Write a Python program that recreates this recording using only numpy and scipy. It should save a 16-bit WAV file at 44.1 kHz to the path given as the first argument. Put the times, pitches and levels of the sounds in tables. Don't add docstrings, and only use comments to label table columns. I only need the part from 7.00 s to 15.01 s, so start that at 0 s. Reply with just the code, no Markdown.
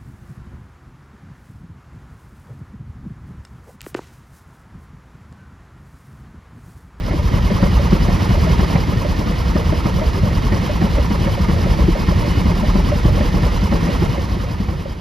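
import sys
import numpy as np
from scipy import signal
from scipy.fft import rfft, irfft, next_fast_len
from scipy.io import wavfile
from scipy.ndimage import uniform_filter1d, map_coordinates

SR = 44100
rng = np.random.default_rng(int(sys.argv[2]) if len(sys.argv) > 2 else 0)


def master_out(mix):
    frames = np.transpose(np.atleast_2d(mix))
    ceiling = np.clip(frames, -1, 1)
    pcm = np.round(ceiling * 32767).astype(np.int16)
    wavfile.write(sys.argv[1], SR, pcm)


N = 353204
TIME = np.arange(N) / SR
CYCLE_HZ, SHAFT_HZ = 10.3355, 13.457


def amp(db):
    return 10 ** (np.asarray(db) / 20)


def unit(x):
    return x / np.sqrt(np.mean(x ** 2))


def along(points, x):
    return np.interp(x, *np.transpose(points))


def wobble(knot_hz):
    knots = rng.standard_normal(int(N * knot_hz / SR) + 4)
    return map_coordinates(knots, [TIME * knot_hz])


def swell(hz, peak_angle):
    return np.cos(2 * np.pi * (TIME * hz - peak_angle))


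def filtered(x, response):
    size = next_fast_len(N + 8192)
    return irfft(rfft(x, size) * response(np.fft.rfftfreq(size, 1 / SR)), size)[..., :N]


def noise(spectrum):
    corners, db = np.transpose(spectrum)
    shape = lambda hz: amp(np.interp(np.log(hz + 1), np.log(corners), db, -120))
    return unit(filtered(rng.standard_normal((2, N)), shape))


def ring(times, db, decay, hz, width):
    onsets = np.clip(times * SR, 0, N - 1).astype(int)
    impulses = np.bincount(onsets, amp(db) * (times > 0), N)
    fall = np.exp(-1 / (decay * SR))
    rise = np.exp(-2.2 / (1 + hz / 9000) / (decay * SR))
    envelope = signal.lfilter([1 - rise], np.convolve([1, -fall], [1, -rise]), impulses)
    detune = .13 * width * rng.standard_normal(len(times) + 1)
    latest = np.searchsorted(np.sort(onsets), np.arange(N), "right")
    phase = 2 * np.pi * rng.random(len(times) + 1)[latest]
    tone = np.sqrt(2) * np.sin(2 * np.pi * (hz + detune[latest]) * TIME + phase) * [[1], [.5]]
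    tonal = np.exp(-width / 1700)
    hiss = rng.standard_normal((2, N)) / np.sqrt(2 * width / SR)
    edges = [hz - width / 2, min(hz + width / 2, SR / 2 - 1)]
    band = signal.butter(2, edges, "band", fs=SR, output="sos")
    return signal.sosfilt(band, envelope * (tonal * tone + np.sqrt(1 - tonal ** 2) * hiss))


def struck(events, modes):
    times, db = np.transpose(events)
    return sum(ring(times + delay, db + gain, decay, hz, width) for delay, decay, hz, width, gain in modes)


def knocks(table, own_hz, other_hz, scatter_db, jitter_s):
    out = np.zeros((2, N))
    turns = np.arange(-1, int(N / SR * own_hz))
    for angle, db, decay, hz, width, *gate in table:
        loss_db, other_angle, reach = gate or (0, 0, 0)
        late, loud = rng.standard_normal((len(turns), 2)).T
        times = (turns + angle) / own_hz + jitter_s * late
        apart = np.abs((times * other_hz - other_angle + .5) % 1 - .5)
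        missed = (1 + np.tanh((apart - reach) / 0.018)) / 2
        scatter = scatter_db / (1 + hz / 4000) * loud
        out += ring(times, db - loss_db * missed + scatter, decay, hz, width)
    return out


def wash():
    # (frequency [Hz], relative density [dB])
    spectrum = [(90, -39), (170, 2), (230, -6), (400, -12.5), (800, -19), (1000, -22), (1550, -24),
                (2000, -26), (3200, -30), (5100, -33.5), (7200, -42.5), (9500, -42.5), (14300, -52.5),
                (15500, -28)]
    return amp(13 + 1.6 * swell(CYCLE_HZ, .7) + 0.58 * wobble(14)) * noise(spectrum)


def rumble():
    # (frequency [Hz], relative density [dB])
    spectrum = [(18, -36.5), (28, -11), (40, 2.5), (51, 7.5), (64, 10.5), (100, 4), (140, 0.5), (200, -16),
                (300, -53)]
    # (time [s], level [dB])
    course = [(0.0, -28), (0.2, -19), (0.9, -18.5), (1.5, -16.5), (2.2, -21), (3.2, -19.5), (3.9, -20),
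              (4.5, -18.5), (5.3, -19), (5.8, -21.5), (6.15, -16), (6.8, -23), (7.2, -23), (7.8, -24),
              (8.01, -34)]
    # (time [s], boost [dB])
    surges = [(0.78, 7), (1.05, 4), (1.45, 1), (2.0, 4), (2.7, 4.5), (2.97, 5), (3.08, 1), (3.25, 3.5),
              (4.01, 3), (4.32, 4.5), (4.54, 8), (4.84, 7), (5.2, 4.5), (5.49, 8), (6.07, 6), (6.47, 1),
              (7.0, 8), (7.09, 9.5)]
    drone = noise(spectrum)
    power = np.abs(uniform_filter1d(uniform_filter1d(drone[0] ** 2, size=900), size=900))
    evened = unit(drone / (power + .1) ** .15)
    bell = lambda centre, half_s: np.exp(-((TIME - centre) / half_s) ** 2)
    surge_db = sum(db * (1.4 * bell(time, 0.03) - 0.4 * bell(time, 0.058)) for time, db in surges)
    throb_db = 1.8 * swell(SHAFT_HZ, .52) + 1.2 * swell(CYCLE_HZ, .6)
    return amp(along(course, TIME) + surge_db + throb_db + 1.5 * wobble(13)) * evened


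def clinks():
    # (time [s], level [dB])
    impacts = [(0.9588, -35), (1.7276, -31), (1.9735, -27), (2.1471, -32), (2.3377, -37), (2.5532, -25.5),
               (2.9393, -35), (3.519, -24), (5.077, -32), (5.9211, -35), (6.2104, -28), (6.4304, -33),
               (6.7157, -29), (6.8544, -27)]
    # (delay [s], decay [s], frequency [Hz], bandwidth [Hz], gain [dB])
    modes = [(-0.01, 0.0073, 1860, 110, 0.84)]
    return struck(impacts, modes)


def hollow_knocks():
    # (time [s], level [dB])
    impacts = [(0.084, -30), (0.125, -25), (0.192, -23), (0.338, -26), (0.504, -18), (0.602, -25),
               (0.632, -19), (0.795, -18.5), (0.92, -22), (1.087, -17.5), (1.335, -23), (1.378, -22),
               (1.47, -17.5), (1.758, -20), (2.051, -17), (2.3, -23.5), (2.56, -19), (2.586, -25),
               (2.725, -18), (2.855, -22), (2.982, -23), (3.017, -18), (3.234, -25), (3.26, -25),
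               (3.309, -26), (3.527, -25), (3.56, -31), (3.694, -17.5), (3.822, -25), (3.968, -24),
               (3.983, -19), (4.277, -19), (4.373, -21), (4.568, -22), (4.662, -18.5), (4.789, -21),
               (4.952, -19), (5.212, -24), (5.246, -20.5), (5.494, -24.5), (5.629, -17.5), (5.755, -22),
               (5.919, -15.5), (6.053, -22), (6.076, -27), (6.174, -31), (6.211, -17), (6.37, -27),
               (6.461, -29), (6.723, -22), (6.754, -25), (6.874, -21), (6.89, -21), (7.178, -21),
               (7.473, -28), (7.857, -25.5)]
    # (delay [s], decay [s], frequency [Hz], bandwidth [Hz], gain [dB])
    modes = [(-.006, .0105, 577, 150, 2), (-.005, .011, 620, 420, -3)]
    return struck(impacts, modes)


def shaft_blows():
    # (time [s], thud level [dB], knock boost [dB], brightness [dB])
    blows = [(0.11, -12, 6, 8), (0.14, -20, 17, -8), (0.335, -21, 15, 0), (0.364, -9.5, 1, -8),
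             (0.441, -13.5, -8, -10), (0.516, -8.5, -15, -10), (0.574, -13, -8, -8), (0.63, -3.5, -3, 1),
             (0.683, -11, -6, -8), (0.927, -2.5, 2.5, -7), (1.084, -12, -7, -8), (1.175, -21.5, 14, -4),
             (1.208, -19, 13, -4), (1.3, -6.5, -7, 2), (1.501, -14, -8, -8), (1.593, -5.5, 2, 3.5),
             (1.755, -4.5, -3, 6.5), (1.89, -6.5, 1.5, -16), (1.933, -9, -8, -10), (2.185, -9, -9, 2),
             (2.268, -6.5, -12, -4), (2.556, -7, 4, 0), (2.723, -15.5, 14, 9), (2.858, -5.5, 3, 3),
             (2.995, -17, -6, -6), (3.017, -17, 14, 13), (3.14, -17, 9, -4), (3.232, -14, -4, -8),
             (3.345, -14.5, -9, -12), (3.382, -20, 8, -6), (3.442, -10.5, -4, -6.5), (3.523, -10, 8, 8),
             (3.815, -8.5, 7, 8.5), (3.843, -6.5, -6, -10), (3.904, -12, -8, -8), (3.979, -17.5, 16, 14.5),
             (4.108, -8, 4.5, 2), (4.208, -19, 7, -6), (4.268, -8, 3, 6), (4.404, -8, -8, -7),
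             (4.488, -7, 5, 5), (4.658, -12, -1, -8), (4.793, -9.5, 6, 5), (4.843, -11, -6, -8),
             (4.883, -7, 14.5, -10), (5.082, -10, 6, 4), (5.277, -22, 11, -6), (5.369, -19, 15, -4),
             (5.459, -7.5, 1, 0), (5.515, -9.5, 5, 3), (5.629, -9.5, -9, -8), (5.756, -6, 0, -5),
             (5.891, -11.5, -7, -10), (5.906, -19, 15.5, -4), (6.052, -10.5, 10, 5), (6.204, -10, 3, -8),
             (6.347, -5.5, -1, 1.5), (6.429, -5.5, -4, -15), (6.632, -8.5, -9, -8), (6.689, -13, -4, -8),
             (6.722, -6.5, -1, -1), (6.744, -8.5, 3, -11), (6.865, -17, -8, -2), (6.889, -9.5, 1, -8),
             (7.023, -8, 7.5, 2), (7.184, -19.5, 13, -4), (7.368, -22, 12.5, -6), (7.603, -11, -13, -10),
             (7.687, -15, 2, 7), (7.713, -21.5, 11, -6)]
    # (delay [s], decay [s], frequency [Hz], bandwidth [Hz], gain [dB],
    # knock weight [1], brightness weight [1])
    modes = [(-.008, .0085, 190, 130, 0, 0, 0), (-.005, .007, 320, 170, -11, 1, 0),
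             (-.004, .014, 800, 700, -21, 0, 1.1), (-.004, .009, 2000, 900, -25, 0, .8)]
    times, thud_db, knock_db, bright_db = np.transpose(blows)
    return sum(ring(times + delay, thud_db + gain + knock * knock_db + bright * bright_db, decay, hz, width)
               for delay, decay, hz, width, gain, knock, bright in modes)


def shaft_thumps():
    # (shaft angle [turns], relative level [dB], decay [s], frequency [Hz], bandwidth [Hz],
    # loss out of reach [dB], crank angle [cycles], reach [turns])
    thumps = [(.30, 18.5, 0.01, 209.8, 81, 15, 0.37, 0.18),
              (0.32, 25.5, 0.0056, 110.2, 59.9, 4, 0.41, 0.246)]
    return knocks(thumps, SHAFT_HZ, CYCLE_HZ, scatter_db=3.5, jitter_s=0.0031)


def engine_hum():
    # (harmonic [1], relative level [dB])
    rocking = [(3, -4), (4, 10), (5, -3), (6, 10)]
    # (harmonic [1], relative level [dB])
    firing = [(8, 3), (9, 3), (10, -2), (11, -1.5), (14, -4), (16, 3.5), (18, -4.5), (46, -7.5), (47, -9),
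              (90, -17.5), (95, -12.5), (97, -14), (103, -20)]
    hum = np.zeros((2, N))
    for harmonics, peak_angle in (rocking, .85), (firing, .58):
        crank = 2 * np.pi * (TIME * CYCLE_HZ - peak_angle)
        for order, db in harmonics:
            hum[0] += amp(db + 3.14 * wobble(4)) * np.cos(order * crank + .5 * wobble(2.573))
    return hum * np.sqrt(2)


def valve_seatings(scatter_db, jitter_s, pitch_spread):
    # (crank angle [cycles], relative level [dB], length [s], start pitch [Hz], end pitch [Hz])
    seatings = [(0.79, 10, 0.016, 1200, 910), (0.35, 5.5, 0.012, 1170, 960)]
    out = np.zeros(N + SR)
    for angle, db, length, first_hz, last_hz in seatings:
        progress = np.linspace(0, 1, int(length * SR))
        glide_hz = first_hz + (last_hz - first_hz) * progress
        for cycle in range(int(N / SR * CYCLE_HZ)):
            late, loud, pitch, phase = rng.standard_normal(4)
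            periods = np.cumsum(glide_hz) * (1 + pitch_spread * pitch) / SR
            chirp = np.sin(np.pi * progress) * np.sin(2 * np.pi * periods + phase)
            onset = int(((cycle + angle) / CYCLE_HZ + jitter_s * late) * SR)
            out[onset:onset + len(chirp)] += amp(db + scatter_db * loud) * chirp
    return out[:N] * [[1], [.5]]


def engine_knocks():
    # (crank angle [cycles], relative level [dB], decay [s], frequency [Hz], bandwidth [Hz])
    valves = [(0.31, 0.5, 0.0091, 4460, 2230), (0.6, 3, 0.0066, 5050, 1400), (.72, -9, 0.0036, 5100, 1700),
              (0.81, -1.5, 0.013, 5300, 1700), (0.33, -11, 0.01, 11600, 8100),
              (0.57, -2.5, 0.013, 11600, 9100), (0.81, -0.5, 0.0078, 7600, 7800),
              (0.34, -3, 0.012, 2980, 500), (0.59, -2.5, 0.009, 2990, 620), (0.81, 0, 0.0046, 2970, 680),
              (0.24, 2, 0.015, 1900, 500), (0.36, -0.5, 0.0048, 2150, 300), (0.83, -1.5, 0.0027, 2250, 500),
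              (0.92, 5, 0.0072, 2050, 850), (0.93, 10, 0.0066, 870, 200), (0.54, 3, 0.0053, 1000, 430),
              (0.9, -1, 0.0039, 1280, 250), (0.93, 8, 0.0081, 1270, 280), (.49, 16, 0.0052, 190, 110),
              (0.61, 22, 0.013, 43, 30.6)]
    # (loss out of reach [dB], shaft angle [turns], reach [turns])
    contacts = [(0.11, 7.5, 0.0088, 1900, 1300, 5, 0.53, 0.15),
                (0.47, 12.5, 0.0079, 1100, 750, 31, 0.42, 0.162),
                (0.82, 16.5, 0.0093, 560, 240, 25, 0.92, 0.23), (.40, 11.5, 0.02, 250, 260, 18, 0.32, 0.2),
                (0.69, 14.5, 0.018, 370, 290, 40, 0.65, 0.153),
                (0.14, 11.5, 0.0072, 360, 170, 5, 0.59, 0.17), (0.7, 21, 0.0079, 180, 67, 17, 0.8, 0.19)]
    return knocks(valves + contacts, CYCLE_HZ, SHAFT_HZ, scatter_db=1.5, jitter_s=0.0014)


def block_response(hz):
    # (frequency [Hz], bandwidth [Hz], gain [dB])
    modes = [(488, 5, 2.5), (587, 92, 0.5), (936, 27, 5), (1100, 23, 2.5), (1215, 20, 4.5), (1334, 11.5, 6),
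             (1765, 120, 1.5), (2146, 50, 3.5), (2240, 21, 1), (2530, 16, 5), (2757, 14, 5.5),
             (2945, 30, 7.5), (3190, 31, 7), (3390, 32, 3.5), (3714, 32, 5), (3980, 28, 5), (4160, 23, 7),
             (4500, 31, 1), (4690, 79, 4), (4980, 33, 5.5), (5040, 35, 5.5), (5550, 35, 4), (5770, 24, 6.5)]
    return 1 + sum((amp(db) - 1) * 1j * hz * width / (centre ** 2 - hz ** 2 + 1j * hz * width)
                   for centre, width, db in modes)


def scene():
    # (time [s], gain [dB])
    course = [(0.0, -41.5), (0.09, -39.5), (0.6, -35.5), (1.76, -35), (1.83, -37.5), (2.6, -37),
              (6.91, -36), (7.3, -40), (8.01, -46)]
    impacts = engine_knocks()
    shaft = shaft_thumps()
    hum = engine_hum()
    seatings = valve_seatings(scatter_db=1.0, jitter_s=0.001045, pitch_spread=0.024)
    block = filtered(impacts + seatings + wash(), block_response)
    engine = amp(along(course, TIME)) * (block + shaft + hum)
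    return engine + shaft_blows() + hollow_knocks() + clinks() + rumble()


def stereo_image(hz):
    # (frequency [Hz], likeness [0-1])
    likeness = [(0, 1), (260, 0.8), (775, 0.14), (1030, 0.91), (1400, 0.18), (2100, 0.8), (3100, 0.96),
                (3800, 1), (5100, 1), (5500, 0.78), (7400, 0.86), (8200, 1), (8850, 1), (9100, 0.7),
                (10800, 0.1), (11300, 0.67), (12300, .999), (13200, 1), (14400, 0.95), (15100, .999)]
    # (frequency [Hz], left over right [dB])
    balance = [(0, 0), (200, -.6), (500, -3.2), (900, -6), (1900, -6), (2600, -2), (3400, 0), (16000, 0)]
    # (frequency [Hz], right minus left [turns])
    offset = [(0, 0), (500, .11), (1050, .15), (1550, .39), (1800, .93), (3350, .93), (3700, 1), (5200, 1),
              (5600, 1.15), (6700, 1.16), (8200, 1.5), (8850, 1.5), (10900, 1.88), (11200, 2), (12400, 2),
              (14400, 2.36), (14800, 2.5), (16000, 2.5)]
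    blend = np.arccos(np.clip(along(likeness, hz), 0, 1)) / 2
    tilt = amp(along(balance, hz) / 2) * np.exp(-1j * np.pi * along(offset, hz))
    return np.array([[np.cos(blend) * tilt, np.sin(blend) * tilt],
                     [np.cos(blend) / tilt, -np.sin(blend) / tilt]])


def record(dry):
    stereo = filtered(dry[None], stereo_image).sum(axis=1)
    saturated = stereo / (1 + np.abs(stereo) ** 12) ** (1 / 12)
    return filtered(saturated, lambda hz: hz < 15000)


dry = scene()
out = record(dry)
master_out(out)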